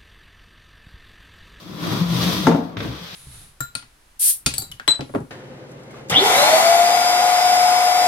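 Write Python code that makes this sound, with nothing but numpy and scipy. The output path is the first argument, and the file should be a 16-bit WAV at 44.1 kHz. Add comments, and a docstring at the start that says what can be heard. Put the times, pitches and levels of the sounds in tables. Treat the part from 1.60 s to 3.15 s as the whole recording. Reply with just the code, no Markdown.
"""Flat mop in a wringer bucket.

A mop is pushed down the slot of a plastic bucket in a hard-walled room. The pad's fibres rasp over
the scraper while the bucket hums and shudders. The head thuds on the bottom and rests as the hum
fades, then clacks in the slot with low thumps and scrapes more lightly as it is pulled up."""
import sys
import numpy as np
from scipy import signal
from scipy.fft import rfft, irfft
from scipy.io import wavfile
from scipy.ndimage import uniform_filter1d

SR = 44100
rng = np.random.default_rng(int(sys.argv[2]) if len(sys.argv) > 2 else 0)


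def generate_wav(signal):
    """Clip the signal to [-1, 1] and save it as 16-bit WAV at the path in sys.argv[1]."""
    frames = np.transpose(np.atleast_2d(signal))
    scaled = np.clip(frames, -1, 1) * 32767
    pcm = np.round(scaled).astype(np.int16)
    wavfile.write(sys.argv[1], SR, pcm)


N = 68355
TIME_S = np.arange(N) / SR
FREQ_HZ = np.arange(N // 2 + 1) * SR / N
LOW_PAN_DB, MID_PAN_DB = 4, 2  # bucket stands slightly left


def undb(db):
    """Decibels to gain."""
    return 10 ** (np.asarray(db) / 20)


def unit(x):
    """Scale to rms 1."""
    return x / np.sqrt(np.mean(x ** 2))


def gain_curves(rows):
    """One gain curve per dB column, over the times in the first."""
    times_s, *columns_db = np.array(rows, float).T
    return [undb(np.interp(TIME_S, times_s, db)) for db in columns_db]


def over_hz(points):
    """Interpolate a table on a log frequency axis."""
    hz, value = np.array(points, float).T
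    return np.interp(np.log(FREQ_HZ + 1), np.log(hz), value)


def colour(x, spectrum):
    """Filter by a spectrum; output at rms 1."""
    return unit(irfft(rfft(x) * undb(over_hz(spectrum)), N))


def wander(rate_hz):
    """Smooth random motion, rms 1."""
    size = int(SR / rate_hz)
    smoothed = uniform_filter1d(rng.standard_normal(N), size, mode="wrap")
    return unit(uniform_filter1d(smoothed, size, mode="wrap"))


def steady(x):
    """Even out the slow swells of a narrow-band vibration."""
    return x / np.sqrt(uniform_filter1d(np.mean(x ** 2, axis=0), size=2200) + 1e-12)


def spread(pair, wide_hz=630):
    """Two independent signals to stereo: alike in the bass, unrelated in the treble."""
    width = FREQ_HZ / np.hypot(FREQ_HZ, wide_hz)
    mid, side = rfft(pair)
    return irfft(np.array([mid + width * side, mid - width * side]) / np.sqrt(1 + width ** 2), N)


def noise():
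    """Stereo noise."""
    return spread(rng.standard_normal((2, N)))


def pan(x, left_db):
    """Lean a sound to the left."""
    return x * undb(np.array([[left_db], [-left_db]]) / 2)


def room(x, wet_db, build_s=0.008):
    """Add dense wall reflections that die sooner in the treble."""
    # room decay: freq_hz, t60_s
    bands = [(100, 0.79), (300, 0.59), (1000, 0.59), (2500, 0.34), (6000, 0.17), (14000, 0.13)]
    spectrum, tail = rfft(noise()), 0
    for k, (_, t60_s) in enumerate(bands):
        band = over_hz([(row[0], j == k) for j, row in enumerate(bands)])
        tail += irfft(spectrum * band, N) * np.exp(-np.log(1000) * TIME_S / t60_s)
    tail *= 1 - np.exp(-TIME_S / build_s)
    tail /= np.sqrt(np.sum(tail ** 2) / 2)
    return x + undb(wet_db) * signal.fftconvolve(np.atleast_2d(x), tail, axes=1)[:, :N]


def ambience(level_db=-51):
    """Faint low noise of the quiet room."""
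    # spectrum: freq_hz, gain_db
    floor = [(25, 19), (70, -34), (160, 20), (400, -16), (1500, -44), (5000, -39), (15000, -60)]
    return undb(level_db) * colour(noise(), floor)


def fibres(slips_per_s=9000, size_spread_db=1.97):
    """Dense tiny fibre slips of unequal size."""
    slips = rng.random((2, N)) < slips_per_s / SR
    signs = rng.choice([-1, 1], (2, N))
    sizes = undb(size_spread_db * np.minimum(rng.exponential(size=(2, N)), 4))
    return spread(slips * signs * sizes)


def bucket_hum():
    """Low wall hum and rumble: swells during the strokes, lingers and fades after the thud."""
    # hum levels: time_s, wall_db, rumble_db
    levels = [(0, -50, -51), (.05, -42.5, -48.5), (.12, -35, -50), (.19, -35.5, -66), (.24, -29, -62),
              (.33, -24, -52), (.40, -27.5, -52), (.47, -32.5, -36), (.56, -29, -45), (.66, -26, -35.5),
              (.72, -26.5, -39), (.78, -26, -37), (.86, -31.5, -47), (1.13, -41, -81), (1.18, -35, -43),
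              (1.27, -28.5, -33.5), (1.35, -38.5, -41), (1.48, -77, -55), (1.55, -66, -57)]
    # wall modes, damped by the pad: freq_hz, width_hz, gain_db
    wall_modes = [(123.4, 11.5, -7), (182, 27, -1), (216, 8.4, -3.5), (267.6, 14.4, -6.5), (304.8, 31, -6),
                  (358, 35, -20)]
    # rumble spectrum: freq_hz, gain_db
    rumble_spectrum = [(20, -46), (54, -15), (67, 6.5), (82, 2), (115, 5), (160, -5.5), (400, -39)]
    wall_gain, rumble_gain = gain_curves(levels)
    wall_spectrum = 0
    for hz, width_hz, db in wall_modes:
        resonance = FREQ_HZ * width_hz / (hz ** 2 - FREQ_HZ ** 2 + 1j * FREQ_HZ * width_hz)
        rolloff = hz / np.hypot(hz, FREQ_HZ)
        wall_spectrum += undb(db) * rfft(fibres()) * resonance * rolloff
    wall = wall_gain * steady(irfft(wall_spectrum, N))
    rumble = rumble_gain * steady(colour(noise(), rumble_spectrum))
    return pan(wall + rumble, LOW_PAN_DB)


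def low_tones(decay_s=0.032, waver_depth=0.0183, waver_hz=40):
    """Low tones swell and ring out: shudders going down, thumps under the clacks going up."""
    # shudders and thumps: start_s, swell_s, level_db, pitch_hz
    swells = [(.205, 0.031, -22.5, 170.3), (0.274, 0.039, -24, 118.6), (0.326, 0.018, -24, 161),
              (.404, 0.014, -11, 176.3), (.474, 0.041, -14, 177.6), (0.506, 0.054, -18, 129),
              (0.576, 0.072, -21, 175.8), (.585, 0.018, -24, 119.4), (0.636, 0.027, -16, 183.8),
              (.765, 0.037, -20, 189), (0.834, 0.049, -11, 163.3), (1.167, 0.01, -27.5, 104.6),
              (1.246, 0.0088, -23, 177.6), (1.274, 0.024, -30.5, 118.4), (1.401, 0.016, -33, 179),
              (1.526, .01, -37.5, 173)]
    waver_s = np.cumsum(waver_depth * wander(waver_hz)) / SR
    tones = 0
    for start_s, swell_s, db, hz in swells:
        age_s = TIME_S - start_s
        envelope = np.clip(age_s / swell_s, 0, 1) * np.exp(-np.maximum(age_s - swell_s, 0) / decay_s)
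        cycles = hz * (age_s + waver_s - waver_s[int(start_s * SR)])
        tones += undb(db) * envelope * np.sin(2 * np.pi * cycles)
    return pan(tones, LOW_PAN_DB)


def burst(start_s, decay_s, rise_s=0.00031):
    """Envelope of a sudden contact."""
    age_s = np.maximum(TIME_S - start_s, 0)
    return (1 - np.exp(-age_s / rise_s)) * np.exp(-age_s / decay_s)


def blow(start_s, decay_s=0.0085, snap_db=17):
    """One hard snap, then brief chatter of the surfaces."""
    snap = np.arange(N) == int(start_s * SR)
    return undb(snap_db) * snap + 2 * burst(start_s, decay_s) * noise()


def ring(start_s, bright_hz, damping=1, rise_cycles=0.71):
    """Struck bucket: low modes swell slowest; a soft blow spares the high ones."""
    # bucket modes: freq_hz, gain_db, t60_s (at damping 1)
    modes = [(172.7, -5, 0.25), (247, 4, 0.096), (275.7, -4, 0.25), (345.3, -3, 0.11), (459.5, -4.5, 0.16),
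             (545, -0.5, 0.045), (652, -13.5, 0.35), (904, -0.5, 0.086), (1014, -9.5, 0.1),
             (1373, 0, 0.031), (1620, -7, 0.034), (2024, -16.5, 0.097), (2223, -20, 0.09)]
    age_s = np.maximum(TIME_S - start_s, 0)
    body = 0
    for hz, db, t60_s in modes:
        gain = undb(db) / (1 + (hz / bright_hz) ** 2)
        rise = 1 - np.exp(-age_s * hz / rise_cycles)
        decay = np.exp(-np.log(1000) * damping * age_s / t60_s)
        body += gain * rise * decay * np.sin(2 * np.pi * hz * age_s)
    return body


def shell(force, spectrum):
    """Heavily damped plastic body as a minimum-phase filter."""
    cepstrum = irfft(np.log(undb(over_hz(spectrum))), N)
    lag = np.arange(N)
    causal_fold = np.where(lag == 0, 1, 2 * (lag < N // 2))
    response = irfft(np.exp(rfft(cepstrum * causal_fold)), N)
    response /= np.sqrt(np.sum(response ** 2))
    return signal.fftconvolve(force, response[None], axes=1)[:, :N]


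def clacks(decay_s=0.0067):
    """The loose head knocks in the slot, mostly going up: bright, with a short hollow ring."""
    # knocks: start_s, crack_db, ring_db
    knocks = [(0.238, -34, -55), (1.1686, -29, -45), (1.2035, -28, -30.5), (1.2476, -39, -26),
              (1.467, -45.5, -75)]
    # plastic contact spectrum: freq_hz, gain_db
    plastic = [(40, -18), (200, -18.5), (450, 10), (700, -5.5), (1250, 1), (2000, -0.5), (2900, -4),
               (3650, 2), (4300, -13), (5600, -12.5), (7500, -34), (15000, -41)]
    contact = sum(undb(db) * burst(start_s, decay_s) for start_s, db, _ in knocks)
    body = sum(undb(db) * ring(start_s, bright_hz=900, damping=2.9) for start_s, _, db in knocks)
    crack = shell(2 * contact * noise(), plastic)
    return pan(room(crack + body, wet_db=-5), MID_PAN_DB)


def thud(rattle_db=-24.5, flutter_db=-4):
    """The head hits the bottom: plastic crack, bucket modes, fading rattle of loose parts."""
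    # landing and settling: start_s, ring_db, crack_db, bright_hz
    hits = [(0.8688, -9, -18, 4930), (0.8801, -4, -24.5, 405), (0.914, -15, -30.5, 1190),
            (.946, -11.5, -34.5, 600), (0.96, -25, -36.5, 600), (0.985, -18.5, -48, 403)]
    # plastic crack spectrum: freq_hz, gain_db
    plastic = [(60, -41), (200, -7.5), (520, 5), (770, 7), (1060, 1.5), (1400, -4.5), (1750, -5.5),
               (2300, -10.5), (3000, -11.5), (4800, -16), (6300, -14.5), (8000, -25), (12000, -28),
               (15000, -34)]
    body = sum(undb(db) * ring(start_s, bright_hz) for start_s, db, _, bright_hz in hits)
    contact = sum(undb(db) * blow(start_s) for start_s, _, db, _ in hits)
    rattle_gain = undb(rattle_db + flutter_db * wander(rate_hz=129))
    rattle = rattle_gain * burst(hits[0][0], decay_s=0.025) * noise()
    boom = room(body, wet_db=-17)
    crack = room(shell(contact + rattle, plastic), wet_db=-5)
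    return pan(boom, LOW_PAN_DB) + pan(crack, MID_PAN_DB)


def scrape(grip_db=0.69, grip_hz=65.4):
    """Fibres flick over the scraper and ring its teeth, bunching as grip varies; duller going up."""
    # down and up strokes: time_s, hiss_db, rasp_db
    push = [(0, -44.5, -46.5), (.06, -47.5, -49.5), (.13, -45.5, -45), (.19, -42, -41), (.236, -34.5, -34),
            (.33, -31.5, -30.5), (.39, -32.5, -36), (.46, -37, -37.5), (.53, -31, -34), (.63, -25.5, -31),
            (.70, -26, -29), (.79, -29, -37.5), (.86, -31.5, -34.5), (.89, -37, -59)]
    pull = [(1.165, -59.5, -46), (1.18, -43, -48), (1.235, -38.5, -40), (1.27, -41, -44),
            (1.35, -41, -41.5), (1.44, -39.5, -52), (1.51, -38.5, -46.5), (1.55, -35, -82)]
    # spectra of fibre hiss, its upstroke dulling and scraper rasp: freq_hz, gain_db
    hiss_spectrum = [(1200, -12.5), (2000, -8), (2900, -6), (3400, 0), (4100, -3), (5800, -7.5),
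                     (7300, -18), (8600, -15.5), (10000, -19), (11400, -15), (12150, -11), (12900, -15.5),
                     (16000, -20.5)]
    pull_dulling = [(1500, -1.5), (4000, -6), (12000, -10)]
    rasp_spectrum = [(150, -64), (300, 0), (480, 4), (640, 3), (850, -2), (1120, 5.5), (1600, -4.5),
                     (2400, -9), (4500, -33)]
    # tooth resonances: freq_hz, width_hz, boost_db
    teeth = [(3376, 240, 2), (3810, 120, 2.5), (4780, 220, 2.5), (6030, 80, 6)]
    # stereo lean: freq_hz, left_over_right_db
    lean = [(500, 3), (1500, 3.5), (4000, 2.5), (8000, 0.5)]
    hiss_gain, rasp_gain = gain_curves(push + pull)
    grip = undb(grip_db * wander(grip_hz))
    boost_db = sum(db / (1 + (2 * (FREQ_HZ - hz) / width_hz) ** 2) for hz, width_hz, db in teeth)
    push_hiss = unit(irfft(rfft(colour(fibres(), hiss_spectrum)) * undb(boost_db), N))
    hiss = np.where(TIME_S < pull[0][0], push_hiss, colour(push_hiss, pull_dulling))
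    rasp = colour(fibres(), rasp_spectrum)
    rub = room(grip * (hiss_gain * hiss + rasp_gain * rasp), wet_db=-8)
    lean_db = over_hz(lean)
    return irfft(rfft(rub) * undb(np.array([lean_db, -lean_db]) / 2), N)


def scene():
    """Mop and bucket over the quiet room."""
    return scrape() + bucket_hum() + low_tones() + thud() + clacks() + ambience()


def record(dry, low_cut_hz=45, top_hz=15850):
    """High-pass, clip at full scale, low-pass."""
    highpass = signal.butter(3, low_cut_hz, "high", fs=SR, output="sos")
    lowpass = signal.ellip(10, .1, 90, top_hz, fs=SR, output="sos")
    clipped = np.clip(signal.sosfilt(highpass, dry), -1, 1)
    return signal.sosfilt(lowpass, clipped)


dry = scene()
out = record(dry)
generate_wav(out)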